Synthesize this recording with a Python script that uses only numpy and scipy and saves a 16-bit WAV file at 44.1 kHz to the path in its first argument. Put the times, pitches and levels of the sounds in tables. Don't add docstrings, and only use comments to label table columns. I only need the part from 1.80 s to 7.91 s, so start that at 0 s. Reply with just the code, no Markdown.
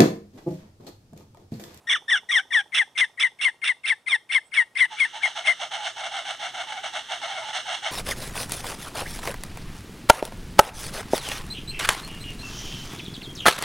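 import sys
import numpy as np
from scipy import signal
from scipy.fft import rfft, irfft, next_fast_len
from scipy.io import wavfile
from scipy.ndimage import uniform_filter1d, map_coordinates

SR = 44100
rng = np.random.default_rng(int(sys.argv[2]) if len(sys.argv) > 2 else 0)


def waveform_to_disk(signal):
    frames = np.transpose(np.atleast_2d(signal))
    scaled = np.clip(frames, -1, 1) * 32767
    samples = np.round(scaled).astype(np.int16)
    wavfile.write(sys.argv[1], SR, samples)


N = 269451
TIME = np.arange(N) / SR


def amp(db):
    return 10 ** (np.asarray(db) / 20)


def between(low, high, share):
    return low + (high - low) * share


def along(points, hz):
    knot_hz, values = np.transpose(points)
    return np.interp(np.log(hz + 1), np.log(knot_hz + 1), values)


def joined(knots):
    times, values = np.transpose(knots)
    return np.interp(TIME, np.maximum.accumulate(times), values)


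def wobble(rate):
    return map_coordinates(rng.standard_normal(int(N * rate / SR) + 4), [TIME * rate])


def filtered(x, response):
    size = next_fast_len(N + SR // 2)
    return irfft(rfft(x, size) * response(np.fft.rfftfreq(size, 1 / SR)), size)[..., :N]


def coloured(x, spectrum):
    shaped = filtered(x, lambda hz: amp(along(spectrum, hz)))
    return shaped / np.sqrt(np.mean(shaped ** 2) + 1e-20)


def levelled(x, size):
    power = uniform_filter1d(uniform_filter1d(x ** 2, size), size)
    return x / np.sqrt(np.abs(power) + 1e-6)


# freq_hz, gain_db
AIR_COLOUR = [(25, -14), (40, -14), (60, -6.5), (110, 0.5), (200, -2.5), (450, -1), (900, 0), (2000, -11),
              (5000, -17.5), (10000, -17.5), (15500, -30)]
# time_s, relative_level_db
BACKGROUND_LEVEL = [(0.0, -67.5), (2.16, -73), (4.76, -64), (6.11, -63)]
def air(gain_db=6.0, spread=.11, right_db=3.0):
    mid, side = coloured(rng.standard_normal((2, N)), AIR_COLOUR)
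    stereo = np.array([mid + spread * side, (mid - spread * side) * amp(right_db)])
    return amp(joined(BACKGROUND_LEVEL) + gain_db) * stereo


def far_songbird(peak_s=2.67, pitch_hz=8100, width_s=.022, level_db=-60):
    phase = 2 * np.pi * np.cumsum(pitch_hz * (1 + .05 * wobble(500))) / SR
    return amp(level_db) * np.exp(-((TIME - peak_s) / width_s) ** 2) * np.sin(phase)


# time_s, level_db
FLOCK_LEVEL = [(2.95, -88.5), (3.15, -44.5), (3.8, -49), (4.7, -50), (5.55, -42.5), (6.1, -47.5)]
# freq_hz, gain_db
RASP_COLOUR = [(400, -67), (1300, -1.5), (2300, -1.5), (2900, 5), (3500, 2), (4400, -9), (5000, -12),
               (6300, -7.5), (7300, -18.5), (8500, -13.5), (9800, -26), (11200, -32), (12200, -50),
               (15500, -48.5)]
def far_flock(flicker_db=2):
    level_db = joined(FLOCK_LEVEL) + flicker_db * wobble(18)
    return amp(level_db) * coloured(rng.standard_normal(N), RASP_COLOUR)


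# freq_hz, gain_db
HOARSE_THROAT = [(200, -65), (480, -21), (630, 2.5), (850, 1.5), (1100, -7), (1400, 0.5), (1800, -21),
                 (2200, 6.5), (2700, -43), (4000, -51)]
def hoarse_calls(calls, start_hz=880, fall=.06, jitter=.15, growl=.47, throb_db=2, flutter_db=1.54):
    soft_db, loud_db = -41, -33
    windpipe_hz, loss_db_per_hz = 752, .022
    pitch, tone_db, rasp_db, rough = [], [], [], []
    for peak, rise, hz, call_db in calls:
        effort = np.clip((call_db - soft_db) / (loud_db - soft_db), 0, 1)
        harsh = between(.4, .99, effort)
        start, end = peak - max(rise, .02), peak + between(.0385, .058, effort)
        ring_db = -34.9 - loss_db_per_hz * max(hz - windpipe_hz, 0)
        swell = [(start - .008, -70), (start + .0035, -16.5), (start + .011, -5), (peak - .005, 0),
                 (peak + .015, 0), (end, -14), (end + .03, -70)]
        pitch += [(start, start_hz), (peak, hz), (end, hz * (1 - fall))]
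        rough += [(start, harsh / 2), (peak, harsh), (end, harsh)]
        tone_db += [(s, ring_db + db) for s, db in swell]
        rasp_db += [(s, call_db + db + .37) for s, db in swell]
    rough = joined(rough)
    unsteady = rough * (jitter * wobble(700) + .07 * wobble(110))
    phase = 2 * np.pi * np.cumsum(joined(pitch) * (1 + unsteady)) / SR
    breath = 1.2 * rough * rng.standard_normal(N)
    beat = 1 + growl * rough * np.cos(phase / 3)
    harmonics = sum(np.sin(k * phase) for k in range(1, 6))
    tone = coloured(beat * harmonics + breath, HOARSE_THROAT)
    tone *= amp(throb_db * rough * np.tanh(wobble(140)))
    rasp = coloured(rng.standard_normal(N) * (1 + .72 * np.cos(phase)), RASP_COLOUR)
    flutter = amp(flutter_db * rough * wobble(300))
    return flutter * (amp(joined(tone_db)) * tone + amp(joined(rasp_db)) * rasp)


# peak_s, rise_s, pitch_hz, relative_level_db
CHATTER_CALLS = [(3.125, 0.02413, 877, -42), (3.36, 0.03485, 880, -38.5), (3.465, 0.0499, 839.3, -32.5),
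                 (3.575, 0.027, 752, -33), (3.68, 0.0381, 698, -31), (3.82, 0.0299, 722, -32),
                 (3.94, 0.0346, 710, -32), (4.01, .04, 823.6, -39), (4.06, 0.0357, 729.6, -30),
                 (4.2, 0.04536, 836.4, -35), (4.25, 0.02805, 699.7, -33), (4.375, 0.0692, 699, -32.5),
                 (4.495, 0.0515, 750, -31.5), (4.65, 0.0614, 730.3, -32.5), (4.8, 0.06706, 727.4, -34),
                 (4.91, .048, 849, -36), (4.975, .045, 810, -41), (5.05, 0.02772, 813, -33.5),
                 (5.16, 0.035, 752, -31), (5.325, 0.0423, 738, -32.5), (5.44, 0.0343, 725.3, -34),
                 (5.51, .045, 810, -36.5), (5.585, 0.0521, 696.4, -36.5), (5.64, 0.0389, 880, -39.5),
                 (5.69, 0.0299, 860.7, -36), (5.76, 0.0361, 750, -27.5), (5.9, 0.0532, 720.4, -33),
                 (5.935, 0.0288, 880.6, -31), (6.07, .05, 748.4, -31)]
def chatter():
    return hoarse_calls(CHATTER_CALLS[::2]) + hoarse_calls(CHATTER_CALLS[1::2])


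def pips(pitch_hz=850, width_s=.00272, gap_s=.039, level_db=-46.5, fade_db_per_s=5):
    out = np.zeros(N)
    for start, rasp_s, whistle_s, *_ in NEAR_SQUEALS:
        squeal_end = start + OPENING_S + rasp_s + whistle_s
        t = TIME - (squeal_end + gap_s) - width_s
        sounding = np.abs(t) < 4 * width_s
        t = t[sounding]
        note = np.sin(2 * np.pi * pitch_hz * t) + .5 * np.sin(np.pi * pitch_hz * t)
        out[sounding] += amp(level_db - fade_db_per_s * start) * np.exp(-(t / width_s) ** 2) * note
    return out


OPENING_S = .024
# time_s, pinch_share
THROAT_PINCH = [(0.1, 1), (0.8, 0.35), (1.4, 0.27), (2.0, 0), (3.0, 0.01), (3.5, 0)]
# start_s, rasp_s, whistle_s, pitch_hz, fall_share, opening_db, rasp_db, whistle_db, roughness_share
NEAR_SQUEALS = [(0.071, .043, 0.044, 1977, 0.35, -26.5, -20, -22.5, 0.79),
                (0.281, .011, 0.077, 1911, .22, -22, -25, -17.5, 0.47),
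                (0.489, .042, 0.059, 1982, .19, -21, -22, -16.5, .3),
                (0.706, 0.02, .07, 1909, 0.12, -25.5, -22, -17, .15),
                (0.921, 0.048, 0.044, 2143, 0.17, -26.5, -20, -17, .89),
                (1.152, .034, 0.047, 2162, 0.13, -29, -21, -16, 0.86),
                (1.374, 0.036, 0.047, 2075, 0.062, -29.5, -20.5, -16.5, 0.62),
                (1.588, 0.038, 0.053, 2201, 0.13, -30, -24, -16, 0.93),
                (1.817, .051, 0.035, 2167, 0.1, -23.5, -23, -18, 0.75),
                (2.036, 0.04, .041, 2164, .13, -23, -24, -16.5, 0.72),
                (2.262, 0.043, 0.04, 2072, 0.1, -21.5, -24, -16.5, 0.24),
                (2.492, 0.034, 0.044, 2167, .09, -23.5, -24.5, -14.5, .84),
                (2.716, 0.036, .061, 2170, 0.12, -30.5, -25.5, -14.5, 0.87),
                (2.952, 0.032, 0.057, 2074, .05, -21.5, -23, -14, 0.75),
                (3.166, 0.0081, .073, 2268, .12, -30.5, -32, -15.5, .5),
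                (3.402, 0.0061, 0.049, 2175, 0.055, -38, -33, -17.5, 0.28),
                (3.637, 0.021, .053, 2103, 0, -29.5, -22, -15.5, 0.94)]
def squeal_gestures(jump_s=.0022, onset_s=.0054, release_s=.034, clean=.07015, frayed=.29):
    pitch, level, rough, doubling = [], [], [], []
    for start, rasp_s, whistle_s, hz, fall, opening_db, rasp_db, whistle_db, harsh in NEAR_SQUEALS:
        rasp = start + OPENING_S
        clear = rasp + max(rasp_s, 3 * jump_s)
        end = clear + whistle_s
        pinch = np.interp(start, *np.transpose(THROAT_PINCH))
        hook = between(1.4, 1, np.sqrt(pinch))
        slide = 1 - np.clip(.045 * (-31 - opening_db), 0, .6) - .08 * pinch
        swell_db = 5.5 * (1 - pinch)
        low_hz = hz * (1 - fall)
        pitch += [(start - jump_s, hz * hook * slide), (start + .3 * OPENING_S, hz * .98 * slide),
                  (rasp - jump_s, hz * np.sqrt(slide)), (rasp, hz * 1.24), (clear - jump_s, hz * 1.07),
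                  (clear + jump_s, hz * 1.02), (clear + .6 * whistle_s, low_hz), (end, low_hz * .92)]
        level += [(start - onset_s, -90), (start + jump_s / 2, opening_db - 15 + 5 * pinch),
                  (rasp - jump_s, opening_db),
                  (rasp + jump_s, rasp_db - swell_db / 2), (clear - jump_s, rasp_db + swell_db / 2),
                  (clear + jump_s, whistle_db), (clear + .41 * whistle_s, whistle_db - 2.5),
                  (clear + .79 * whistle_s, whistle_db - 10.5), (end, -42), (end + release_s, -100)]
        rough += [(start, .54 * harsh), (start + OPENING_S / 2, 2 * clean), (rasp - jump_s, 2 * clean),
                  (rasp + jump_s, .5 * harsh), (clear - jump_s, harsh),
                  (clear + jump_s, clean), (clear + whistle_s / 2, clean),
                  (clear + .6 * whistle_s, frayed * (1 + pinch / 2)), (end, frayed)]
        doubling += [(start, -16), (rasp - jump_s, -15), (rasp + jump_s, 0), (clear - jump_s, 0),
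                     (clear + jump_s, -12), (clear + whistle_s / 2, -12), (end, 2), (end + release_s, 2)]
    level_db = uniform_filter1d(joined(level), size=64)
    return joined(pitch), level_db, np.clip(joined(rough), 0, 1), joined(doubling)


# freq_hz, gain_db
OPEN_THROAT = [(300, -42), (750, 11), (1200, -26), (1600, 5.5), (2100, 4), (2800, -7), (3500, -5.5),
               (4050, -28), (4700, -23.5), (5500, -21), (7000, -51.5), (9000, -18.5), (10500, -38),
               (12500, -90)]
PINCHED_THROAT = [(300, -50), (800, -18), (1250, -10.5), (1700, -3), (2100, 1), (2600, -5), (3450, 4),
                  (3850, -16), (4400, -39.5), (5600, -12), (7000, -27.5), (9000, -25), (12000, -42)]
# freq_hz, gain_db
HISS_COLOUR = [(500, -10), (1500, 7.5), (3300, -5), (4200, -2), (5600, -15), (7000, -10), (8900, 6.5),
               (10200, -7.5), (11300, -31), (12000, -37.5), (15500, -43)]
# freq_hz, gain_db
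EARLY_HISS_DIP = [(3900, 3), (4300, -18), (4750, -18), (5300, 0)]
def squeals(jitter=.15, lurch=.087, flutter_db=2, overtone_db=-4, hiss_db=-25.3, rough_hiss_db=9):
    hz, level_db, rough, doubling_db = squeal_gestures()
    pinch = np.clip(joined(THROAT_PINCH), 0, 1)
    unsteady = rough * (jitter * wobble(1800) + lurch * wobble(170)) + .018 * wobble(260)
    phase = 2 * np.pi * np.cumsum(hz * (1 + unsteady)) / SR
    blurred = phase + .22 * (1 - .6 * pinch) * wobble(900)
    overtones = amp(overtone_db + 4.6 * wobble(120)) * sum(np.sin(k * blurred) for k in range(2, 6))
    doubling = amp(doubling_db * (1 + .6 * pinch) + 3.74 * wobble(200))
    subharmonic = np.clip(1 - 1.5 * rough, 0, 1) * np.sin(phase / 2)
    half_partials = sum(np.sin((k - .5) * blurred) for k in range(2, 6))
    syrinx = np.sin(phase) + overtones + doubling * (subharmonic + half_partials)
    voice = between(coloured(syrinx, OPEN_THROAT), coloured(syrinx, PINCHED_THROAT), pinch)
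    voice = filtered(voice, lambda f: 1 - 1 / (1 + (f / 800) ** 8))
    voice = levelled(voice, size=96)
    full_hiss = coloured(rng.standard_normal(N), HISS_COLOUR)
    early_hiss = filtered(full_hiss, lambda f: amp(along(EARLY_HISS_DIP, f)))
    hiss = amp(hiss_db + rough_hiss_db * rough) * between(full_hiss, early_hiss, np.sqrt(pinch))
    level_db += flutter_db * np.sqrt(rough) * np.tanh(2 * wobble(500))
    return amp(level_db) * (voice + hiss)


# freq_hz, t60_s
LEAF_DECAY = [(300, 0.26), (2000, 0.22), (5000, 0.44), (10000, 0.27)]
def foliage(x, spread=.29, bright_db=7):
    hz, t, noise = signal.stft(rng.standard_normal((2, SR // 2)), SR, nperseg=256)
    colour_db = along([(2200, 0), (6000, bright_db)], hz)[:, None]
    decay_db = 60 * t / along(LEAF_DECAY, hz)[:, None]
    mid, side = signal.istft(noise * amp(colour_db - decay_db), SR, nperseg=256)[1]
    tail = np.array([mid + spread * side, mid - spread * side]) / np.linalg.norm(mid)
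    delayed = np.pad(x, (300, 0))
    return signal.fftconvolve(delayed[None], tail, axes=1)[:, :N]


# freq_hz, left_minus_right_db
BIRD_BALANCE = [(100, 4.5), (900, -4), (1400, 4), (1800, 4.5), (2200, 5.5), (2900, -4.5), (4200, -1.5),
                (5400, -7.5), (6600, -0.5), (8000, -10.5), (9200, 2), (12000, -5.5)]
def microphone_ports(x, left_hz=2570, right_hz=2370, depth=.92, ring=.42):
    def response(hz):
        reflection = np.exp(-2j * np.pi * hz / np.array([[left_hz], [right_hz]]))
        comb = (1 - depth * reflection) / (1 - ring * reflection)
        return comb * amp(along(BIRD_BALANCE, hz) * np.array([[.5], [-.5]]))
    return filtered(x, response)


def scene(squeal_echo_db=-21, flock_echo_db=-8, chatter_db=-2):
    high_calls = squeals() + pips() + far_songbird()
    flock = amp(chatter_db) * chatter() + far_flock()
    echo = amp(squeal_echo_db) * foliage(high_calls) + amp(flock_echo_db) * foliage(flock)
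    return microphone_ports(high_calls + flock + echo) + air()


def record(dry, top_hz=15800):
    return filtered(dry, lambda hz: hz < top_hz)


dry = scene()
out = record(dry)
waveform_to_disk(out)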